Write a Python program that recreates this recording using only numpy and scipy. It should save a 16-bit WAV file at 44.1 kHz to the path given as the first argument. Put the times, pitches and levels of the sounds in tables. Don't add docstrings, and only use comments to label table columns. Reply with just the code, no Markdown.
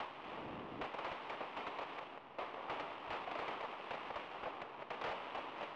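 import sys
import numpy as np
from scipy import signal
from scipy.fft import rfft, irfft
from scipy.io import wavfile

SR = 44100
rng = np.random.default_rng(int(sys.argv[2]) if len(sys.argv) > 2 else 0)


def magnitude_from_level(level_db):
    exponent = np.asarray(level_db, float) / 20
    return 10 ** exponent


def wav_record(signal):
    frames = np.transpose(np.atleast_2d(signal))
    bounded = np.clip(frames, -1, 1)
    quanta = np.round(bounded * 32767).astype(np.int16)
    wavfile.write(sys.argv[1], SR, quanta)


N = 253575

# (time [s], level [dB])
FAR_BURN = [(0.0, -52.5), (0.2, -51.5), (0.3, -47), (0.6, -50.5), (0.9, -54), (1.22, -48), (1.63, -51.5),
            (2.02, -46.5), (2.2, -53.5), (2.43, -55.5), (2.64, -45.5), (3.0, -49.5), (3.5, -45),
            (4.2, -49.5), (4.6, -47.5), (4.93, -55), (5.22, -45.5), (5.75, -51.5)]
# (time [s], level [dB])
FAR_VEIL = [
    (0, 3.4),
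    (0.6, -2.5),
    (1.0, 2),
    (2.0, 1.1),
    (2.5, -4.5),
    (3.0, 0.1),
    (4.25, 2.5),
    (4.65, -4),
    (5.1, 1),
]
# (time [s], level [dB])
GUST_BLOW = [
    (0.2, -69),
    (0.27, -65.5),
    (0.454, -49.5),
    (0.6, -52.5),
    (0.7, -54),
    (0.808, -47.5),
    (0.83, -58),
]
# (frequency [Hz], level [dB per Hz])
CRACK_TONE = [(30, -51), (60, -46.5), (150, -14), (366, -9.5), (513, 3), (745, 1.5), (1200, -5.5),
              (1570, -11.5), (2670, -14), (3500, -21.5), (4200, -22), (5400, -24.5), (7500, -22.5),
              (10500, -45.5)]
# (frequency [Hz], level [dB per Hz])
ROAR_TONE = [(30, -53), (60, -27), (136, -24.5), (296, -7.5), (504, -5.5), (954, -1.5), (1180, -3),
             (1490, -12.5), (2870, -11.5), (4200, -23), (5400, -24.5), (7000, -26.5), (9000, -22.5),
             (10600, -45.5)]
# (frequency [Hz], level [dB per Hz])
GUST_TONE = [(12, -25), (30, -19.5), (87, -5.5), (150, -4.5), (300, 1.5), (450, -4), (700, -8.5),
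             (1500, -44)]
# (time [s], peak [dB], wall slap [dB], street tail [dB])
OPEN_BLASTS = [(0.002, -37, -17, -5.5), (0.813, -34.5, -3.5, -6.5), (1.046, -35, -8, -1),
               (1.116, -39, -14.5, -10), (1.297, -39.5, -3.5, -3.5), (1.567, -38.5, -8, -1.5),
               (1.667, -37, -21, -7), (2.697, -36.5, -5, -2), (2.797, -36, -11, -7), (3.104, -39.5, 1.5, 0),
               (3.127, -43, 3.5, -12), (3.389, -37, -3, 1), (3.48, -36.5, -7, -2.5), (3.908, -37, -3.5, -5),
               (4.158, -39, -10, -4), (4.904, -37, -7, -3), (5.04, -32, -4, 0), (5.062, -42.5, 3, -8),
               (5.09, -48, 5.5, -20), (5.114, -39.5, -9.5, -9), (5.3483, -37, -4, -5),
               (5.582, -48.5, 6, -6), (5.628, -40.5, -22, -1.5)]
# (time [s], peak [dB], wall slap [dB], street tail [dB], duck [dB])
HARD_BLASTS = [
    (0.941, -39, -17, -6, 3),
    (0.986, -39, -17, 3, 4),
    (1.787, -36.5, 0, -7.5, 2.5),
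    (1.985, -40, -6, -8.5, 4.5),
    (3.313, -39.5, -11, 6, 7),
    (3.353, -36, -5, -7.5, -1.5),
    (3.608, -40.5, 2, 1, 2),
    (4.6175, -38, -19, -15.5, 2.5),
    (5.013, -38, -3, 4, 7.5),
    (5.609, -40.5, -15, -5, 3),
]
# (time [s], peak [dB], wall slap [dB], street tail [dB])
HIDDEN_BLASTS = [
    (1.406, -36, -10, -5.5),
    (2.385, -35, -3.5, -1.5),
    (2.542, -47.5, 1, -1),
    (3.273, -39, -22, -2),
    (4.103, -37.5, -14, -14),
    (4.432, -38.5, 2.5, -5.5),
]
# (time [s], peak [dB], duck [dB])
LONE_BLASTS = [
    (0.043, -49, 2.5),
    (2.1756, -37.5, 2.5),
    (3.24, -50, 3.5),
    (3.555, -49, 2),
    (3.736, -40, 1),
    (3.8, -42, -0.3),
    (4.232, -59, 0.5),
    (4.633, -43, -0.7),
    (4.793, -41, -5.1),
    (4.8235, -36, 7),
]
# (time [s], level [dB])
AIR_PUFFS = [(0.816, -52), (0.943, -62), (1.115, -55), (1.407, -63), (1.572, -61), (2.698, -56),
             (3.074, -59), (3.096, -53), (3.116, -56), (3.909, -57), (4.098, -64), (4.161, -55),
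             (4.433, -53), (4.618, -58), (5.094, -50)]

OPEN_CRACK_MS, HARD_CRACK_MS, HIDDEN_CRACK_MS = 13.3, 9.9, 10.8
OPEN_BRIGHT_DB, HARD_BRIGHT_DB, HIDDEN_BRIGHT_DB = 10, 8, -3.5
OPEN_THUMP_DB, HARD_THUMP_DB, HIDDEN_THUMP_DB = -23.5, -34, -36
HIDDEN_DUCK_DB = 1.5
SHOCK_DB, SNAP_DB, SNAP_HZ = 16, -15, 3000
FADE_DB, FADE_S = 8, .004
KERB_ECHO_S, KERB_ECHO_DB = .0048, -5
SLAP_START_S, SLAP_END_S, TAIL_T60_S = .024, .053, 0.57
HIGHS_DB, HIGHS_FOLLOW, REFERENCE_BURN_DB = -56.5, 0.91, -46
RUMBLE_DB, HUM_HZ, HUM_DB, HISS_DB = -65.5, 141.5, -75.5, -104
REACT_S, RECOVER_S = .0085, 0.2
OVERLOAD, HARDNESS, OFFSET = .0140, 7, -.0002


def rms_one(x):
    return x / np.sqrt(np.mean(x ** 2) + 1e-20)


def above(x, hz):
    return signal.sosfilt(signal.butter(2, hz, "high", fs=SR, output="sos"), x)


def colour(x, spectrum):
    size = 16384
    hz, level_db = np.transpose(spectrum)
    grid = np.maximum(np.arange(size // 2 + 1) * SR / size, 1)
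    cepstrum = irfft(np.log(magnitude_from_level(np.interp(np.log(grid), np.log(hz), level_db))))
    cepstrum[1:size // 2] *= 2
    cepstrum[size // 2 + 1:] = 0
    fade_out = np.hanning(size // 2)[size // 4:]
    response = irfft(np.exp(rfft(cepstrum)))[:size // 4] * fade_out
    return signal.fftconvolve(x, response / np.sqrt(np.sum(response ** 2)))[:N]


def drift(rate):
    r = np.exp(-2 * np.pi * rate / SR)
    wander = signal.lfilter([1], [1, -2 * r, r * r], rng.standard_normal(N + SR))
    return rms_one(wander[SR:])


def scatter(per_s, spread_db):
    sizes = magnitude_from_level(spread_db * np.minimum(rng.exponential(1, N), 2.6))
    signs = rng.choice([-1, 1], N)
    return rms_one(sizes * signs * (rng.random(N) < per_s / SR))


def engine_drone():
    hz = HUM_HZ + 6.2 * drift(3.8)
    return magnitude_from_level(HUM_DB) * np.sin(2 * np.pi * np.cumsum(hz) / SR)


def gust(time):
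    blow = magnitude_from_level(np.interp(time, *np.transpose(GUST_BLOW), left=-90, right=-90)) + magnitude_from_level(RUMBLE_DB)
    lumps = magnitude_from_level(0.29 * drift(35))
    return colour(rng.standard_normal(N) * blow * lumps, GUST_TONE)


def far_roar(time):
    roar_db = np.interp(time, *np.transpose(FAR_BURN))
    veil_db = np.interp(time, *np.transpose(FAR_VEIL))
    highs_db = HIGHS_DB + HIGHS_FOLLOW * (roar_db - REFERENCE_BURN_DB) + veil_db
    swell_db = 0.41 * np.tanh(drift(20)) + 0.79 * np.tanh(drift(90))
    roar = colour(scatter(2500, 0.84) * magnitude_from_level(swell_db), ROAR_TONE)
    return magnitude_from_level(roar_db) * roar + (magnitude_from_level(highs_db + 10.0) - magnitude_from_level(roar_db)) * above(roar, 1000)


def all_blasts():
    in_open = [(*row, 0, OPEN_CRACK_MS, OPEN_BRIGHT_DB, OPEN_THUMP_DB) for row in OPEN_BLASTS]
    hard = [(*row, HARD_CRACK_MS, HARD_BRIGHT_DB, HARD_THUMP_DB) for row in HARD_BLASTS]
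    hidden = [(*row, HIDDEN_DUCK_DB, HIDDEN_CRACK_MS, HIDDEN_BRIGHT_DB, HIDDEN_THUMP_DB)
              for row in HIDDEN_BLASTS]
    return in_open + hard + hidden


def gain_control():
    ducks = np.zeros(N)
    events = [(row[0], row[4]) for row in all_blasts()]
    events += [(s, duck_db) for s, peak_db, duck_db in LONE_BLASTS]
    for s, depth_db in events:
        ducks[round((s + REACT_S) * SR)] = depth_db
    return magnitude_from_level(-signal.lfilter([1], [1, -np.exp(-1 / (RECOVER_S * SR))], ducks))


def thumps():
    steps = np.zeros(N)
    pushes = [(row[0] + 0.00067, row[1] + row[-1]) for row in all_blasts()]
    for s, level_db in pushes + AIR_PUFFS:
        steps[round(s * SR)] = magnitude_from_level(level_db + 46)
    return -signal.sosfilt(signal.butter(1, [35, 110], "band", fs=SR, output="sos"), steps)


def shock_fronts():
    shocks = np.zeros(N + SR)
    for s, peak_db, *rest in OPEN_BLASTS + HARD_BLASTS + HIDDEN_BLASTS + LONE_BLASTS:
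        shocks[round(s * SR)] = magnitude_from_level(peak_db + SHOCK_DB)
        shocks[round((s + KERB_ECHO_S) * SR)] = magnitude_from_level(peak_db + SHOCK_DB + KERB_ECHO_DB)
    return shocks[:N]


def blasts():
    age = np.arange(SR) / SR
    near, street, sharp_db = np.zeros((3, N + SR))
    slap_phase = np.clip((age - SLAP_START_S) / (SLAP_END_S - SLAP_START_S), 0, 1)
    slap = np.sin(np.pi * slap_phase ** .7) ** .9
    tail = magnitude_from_level(-120 * age / TAIL_T60_S) + 0.14 * magnitude_from_level(-120 * age / 1.2)
    for s, peak_db, slap_db, tail_db, duck_db, crack_ms, bright_db, thump_db in sorted(all_blasts()):
        at = round(s * SR)
        crack = 1 / (1 + (age * 1000 / crack_ms) ** 12)
        near[at:at + SR] += magnitude_from_level(2 * peak_db - 6) * (crack + magnitude_from_level(2 * slap_db) * slap)
        street[at:at + SR] += magnitude_from_level(2 * (peak_db + tail_db) - 4.5) * tail
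        sharp_db[at:at + SR] = bright_db - FADE_DB * (1 - np.exp(-age / FADE_S))
    shocks = shock_fronts()
    cracks = colour(np.sqrt(near[:N]) * scatter(9000, 3.55) + shocks, CRACK_TONE)
    cracks = cracks + magnitude_from_level(SNAP_DB) * above(shocks, SNAP_HZ)
    cracks = cracks + (magnitude_from_level(sharp_db[:N]) - 1) * above(cracks, 930)
    tails = colour(np.sqrt(street[:N]) * scatter(5000, 2.44), ROAR_TONE)
    return cracks, tails


def scene():
    time = np.arange(N) / SR
    cracks, tails = blasts()
    ducked = gain_control() * (tails + far_roar(time) + gust(time))
    return (engine_drone() + ducked + thumps() + cracks)[None]


def roll_off(x):
    return signal.sosfilt(signal.butter(12, 10800, fs=SR, output="sos"), x)


def record(dry):
    flat = dry / (1 + np.abs(dry / OVERLOAD) ** HARDNESS) ** (1 / HARDNESS)
    dull = signal.sosfilt(signal.butter(3, 3700, fs=SR, output="sos"), flat)
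    dull = dull + magnitude_from_level(-24.5) * flat
    hiss = magnitude_from_level(HISS_DB) * rng.standard_normal(dry.shape)
    mix = above(dull, 12) + OFFSET + hiss
    return roll_off(mix)


dry = scene()
out = record(dry)
wav_record(out)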